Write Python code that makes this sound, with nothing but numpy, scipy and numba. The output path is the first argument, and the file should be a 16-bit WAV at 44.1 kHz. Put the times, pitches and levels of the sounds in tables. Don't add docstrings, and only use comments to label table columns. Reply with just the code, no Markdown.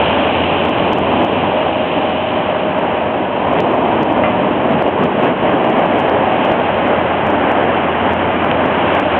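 import sys
import numpy as np
from scipy import signal
from scipy.fft import rfft, irfft
from scipy.io import wavfile
from scipy.ndimage import uniform_filter1d
from numba import njit

SR = 44100
rng = np.random.default_rng(int(sys.argv[2]) if len(sys.argv) > 2 else 0)


def store_wav(level_fs):
    pcm = np.round(np.clip(np.atleast_2d(level_fs), -1, 1) * 32767)
    wavfile.write(sys.argv[1], SR, pcm.T.astype(np.int16))


N = 405279
TIME_S = np.arange(N) / SR

# start_s, roar_db, rumble_db, foam_db
SWELL = [(0, -15.5, -20, -23), (.42, -17.5, -21, -26.5), (1.05, -15, -17.5, -27), (1.45, -17, -20.5, -29),
         (2.1, -18.5, -23.5, -29), (2.95, -18, -22.5, -27.5), (3.33, -18, -23, -28.5),
         (3.64, -13.5, -17, -27.5), (4.0, -15.5, -17.5, -27), (4.58, -17.5, -19.5, -28),
         (5.15, -17, -18.5, -26.5), (5.65, -15.7, -18.5, -25), (7.1, -15.5, -20, -23.5),
         (8.1, -16.5, -20.5, -22), (8.45, -17, -20, -23.5), (9.19, -16, -19.5, -21.5)]
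# crest_s, rise_db
SURGES = [(.6, 1), (1.02, 1.5), (1.22, 1.5), (1.65, 1.5), (3.76, 2), (4.03, 1), (4.21, 2.5), (4.42, 1.5),
          (4.681, 3), (4.86, 2.5), (5.02, 2.5), (5.28, 2.5), (5.46, 2), (5.8, 2.5), (5.96, 0.5),
          (6.15, 3.5), (6.52, 2), (6.899, 2.5), (7.29, 1), (7.47, 1), (7.74, 0.5), (8.101, 1.5), (8.45, 1),
          (8.65, 2), (8.98, 2.5)]
SURGE_BUILD_S, SURGE_FALL_S = 0.053, 0.054
# freq_hz, gain_db
RUMBLE_COLOUR = [(20, -48), (35, -27), (48, -22), (75, -13), (110, -6), (160, -4.5), (240, 2), (330, 0),
                 (450, -3.5), (700, -19), (1500, -42.5), (4000, -80.5)]
# freq_hz, gain_db
ROAR_COLOUR = [(30, -57), (150, -27), (320, -7.5), (460, -4.5), (580, 1.5), (760, 0), (920, -3),
               (1100, -6.5), (1350, -21), (2000, -23), (4000, -51.5)]
# freq_hz, gain_db
FOAM_COLOUR = [(50, -50), (600, -25.5), (1000, -3.5), (1250, 0.5), (1420, -2), (1580, -0.5), (1850, -3.5),
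               (2150, -5), (2600, -7.5), (3200, -11), (4200, -28)]

# peak_s, level_db, build_s, fall_s
SLAMS = [(3.65, -16.5, 0.18, 0.094), (4.73, -18.5, 0.052, 0.015), (4.89, -14.5, 0.065, .012),
         (5.057, -9, 0.024, 0.0051), (5.26, -12.5, 0.034, 0.085)]
# freq_hz, gain_db
SLAM_COLOUR = [(20, -45.5), (120, -7), (260, 2.5), (700, -1.5),
               (1300, -13.0), (3000, -18.0), (4400, -23), (5500, -56.5)]

# start_s, level_db (before SPRAY_TRIM_DB)
SPRAY_LEVEL = [(0, -21.5), (1.15, -25), (2.25, -27), (2.75, -30.5), (3.3, -32.5), (3.7, -29.5),
               (5.1, -31.5), (6.1, -29), (6.25, -30), (6.5, -28), (7.4, -31.5), (8.4, -32), (9.0, -26.5),
               (9.19, -26.5)]
SPRAY_TRIM_DB = -0.5
# freq_hz, gain_db
SPRAY_COLOUR = [(100, -51), (1200, -26), (2000, -13), (2400, -1), (2750, 0.5), (3100, -0.5), (3500, -4.5),
                (4300, -6.5), (5500, -45.5)]

# start_s, firing_rate_hz, level_db
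ENGINE = [(0, 82.5, -33.5), (1.25, 87, -33), (1.55, 87.96, -38), (4.7, 89.04, -37.5), (5.3, 87.2, -43.5),
          (7.15, 86.1, -33), (7.45, 86.65, -36), (7.9, 87, -33.5), (9.19, 83.8, -33)]
ENGINE_OCTAVE_DB = -4

# full_from_s, full_until_s, pitch_hz, level_db
WHISTLES = [(0, 0.296, 887.6, -26.5), (1.6, 3.2, 620, -24), (2.55, 4.4, 949.5, -31),
            (3.597, 5.895, 619.6, -29), (3.6, 4.4, 736.5, -33), (5.694, 6.5, 753.7, -27.5),
            (8.65, 8.995, 625, -28)]
WHISTLE_FADE_S = 0.39

# start_s, level_db
CLANKS = [(4.237, -13.5), (4.258, -21.5)]
# freq_hz, gain_db, t60_s
CLANK_MODES = [(1183, -3, 0.18), (1370, -12, .2), (1700, -18, 0.14), (2050, -9, .2), (2110, -11, .12),
               (2402, -13, 0.3), (2780, -17, 0.24)]
# freq_hz, gain_db
CRACK_COLOUR = [(300, -15), (900, 3), (2200, 5), (3200, -6), (5000, -45)]

# start_s, level_db, pitch_hz, t60_s
DROPS = [(8.5141, 3.5, 2850, .0022)]

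# freq_hz, gain_db
MICROPHONE = [(2900, 0.5), (3150, -0.5), (3400, -6), (3650, -11), (3950, -17), (4200, -25.5), (4450, -41.5)]
TOP_HZ = 15800


def undb(db):
    return 10 ** (np.asarray(db) / 20)


def unit(x):
    return x / np.sqrt(np.mean(x ** 2))


def curves(table):
    start_s, *columns = np.transpose(table)
    return [np.interp(TIME_S, start_s, column) for column in columns]


def response(colour):
    outline_hz, gain_db = np.transpose(colour)
    bin_hz = np.fft.rfftfreq(N, 1 / SR)
    return undb(np.interp(np.log(bin_hz + 1), np.log(outline_hz), gain_db))


def shape(x, colour):
    return irfft(rfft(x) * response(colour), N)


def walk(rate_hz):
    points = rng.standard_normal(1200)
    return unit(np.interp(TIME_S * rate_hz, np.arange(len(points)), points))


def fade(start_s, t60_s):
    age_s = np.maximum(TIME_S - start_s, 0)
    return (TIME_S > start_s) * np.exp(-np.log(1000) * age_s / t60_s)


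def hump(peak_s, build_s, fall_s):
    distance = np.maximum((peak_s - TIME_S) / build_s, (TIME_S - peak_s) / fall_s)
    return np.exp(-distance ** 2)


def water(colour, drops_per_s, drop_share, churn_db, churn_rate_hz, count=9):
    size = rng.lognormal(0, .5, N)
    drops = (rng.random(N) < drops_per_s / SR) * size * rng.choice([-1, 1], N)
    share = np.clip(drop_share, 0, 1)
    mix = np.sqrt(share) * unit(drops) + np.sqrt(1 - share) * rng.standard_normal(N)
    spectrum = rfft(mix) * response(colour)
    octave = np.clip(np.log2((np.fft.rfftfreq(N, 1 / SR) + 1) / 20), 0, count - 1)
    out = 0
    for k in range(count):
        band = irfft(spectrum * np.maximum(1 - abs(octave - k), 0), N)
        out = out + band * undb(churn_db * walk(churn_rate_hz))
    return unit(out)


def tone(pitch_hz, waver, waver_rate_hz, flutter_db):
    wavering_hz = pitch_hz * (1 + waver * walk(waver_rate_hz))
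    phase = 2 * np.pi * np.cumsum(wavering_hz) / SR
    return unit(np.sin(phase)) * undb(flutter_db * walk(7))


def sea():
    roar_db, rumble_db, foam_db = curves(SWELL)
    rumble = water(RUMBLE_COLOUR, drops_per_s=300, drop_share=.25, churn_db=1.2, churn_rate_hz=12)
    roar = water(ROAR_COLOUR, drops_per_s=900, drop_share=0.28, churn_db=0.28, churn_rate_hz=18)
    foam = water(FOAM_COLOUR, drops_per_s=1400, drop_share=0.29, churn_db=0.42, churn_rate_hz=24)
    surge_db = sum(rise_db * hump(crest_s, SURGE_BUILD_S, SURGE_FALL_S) for crest_s, rise_db in SURGES)
    heave_db = .5 * walk(13)
    layers = rumble * undb(rumble_db) + roar * undb(roar_db) + foam * undb(foam_db)
    return undb(surge_db + heave_db) * layers


def slams():
    level = sum(undb(db) * hump(peak_s, build_s, fall_s) for peak_s, db, build_s, fall_s in SLAMS)
    return level * water(SLAM_COLOUR, drops_per_s=1400, drop_share=0.52, churn_db=4.5, churn_rate_hz=27)


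def spray():
    level_db, = curves(SPRAY_LEVEL)
    hiss = water(SPRAY_COLOUR, drops_per_s=2500, drop_share=0.45, churn_db=.5, churn_rate_hz=20)
    return hiss * undb(level_db + SPRAY_TRIM_DB)


def engine():
    firing_hz, level_db = curves(ENGINE)
    note = tone(firing_hz, waver=.03, waver_rate_hz=22, flutter_db=1.5)
    octave = tone(2 * firing_hz, waver=.025, waver_rate_hz=22, flutter_db=1.5)
    return undb(level_db) * (note + undb(ENGINE_OCTAVE_DB) * octave)


def whistles():
    out = 0
    for full_from_s, full_until_s, pitch_hz, level_db in WHISTLES:
        inside_s = np.minimum(TIME_S - full_from_s, full_until_s - TIME_S)
        gust = np.clip(1 + inside_s / WHISTLE_FADE_S, 0, 1)
        note = tone(pitch_hz, waver=.004, waver_rate_hz=25, flutter_db=2.64)
        out = out + undb(level_db) * gust * note
    return out


def clank():
    crack = unit(shape(rng.standard_normal(N), CRACK_COLOUR))
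    out = sum(undb(db) * crack * fade(start_s, t60_s=0.05) for start_s, db in CLANKS)
    for mode_hz, mode_db, t60_s in CLANK_MODES:
        ring = np.sin(2 * np.pi * mode_hz * TIME_S + 0.78 * walk(110))
        out = out + sum(undb(db + mode_db) * ring * fade(start_s, t60_s) for start_s, db in CLANKS)
    return out


def drips():
    out = 0
    for start_s, level_db, pitch_hz, t60_s in DROPS:
        ring = np.sin(2 * np.pi * pitch_hz * (TIME_S - start_s))
        out = out + undb(level_db) * ring * fade(start_s, t60_s)
    return out


def scene():
    return (sea() + spray() + slams() + engine() + whistles() + clank() + drips())[None]


@njit
def peak_follower(x, attack, release):
    held, level = np.empty(len(x)), 0.
    for i in range(len(x)):
        level += (abs(x[i]) - level) * (attack if abs(x[i]) > level else release)
        held[i] = level
    return held


def record(dry, threshold=0.7, attack_s=.00007, release_s=0.23):
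    narrow = signal.ellip(10, .2, 80, 4450, fs=SR, output="sos")
    heard = signal.sosfilt(narrow, shape(dry[0], MICROPHONE))
    held = peak_follower(heard, min(1 / (attack_s * SR), 1), 1 / (release_s * SR))
    gain = uniform_filter1d(threshold / np.maximum(held, threshold), size=16)
    clipped = np.clip(heard * gain, -.73, .76)
    top = signal.ellip(8, .2, 70, TOP_HZ, fs=SR, output="sos")
    return signal.sosfilt(top, clipped)[None]


dry = scene()
out = record(dry)
store_wav(out)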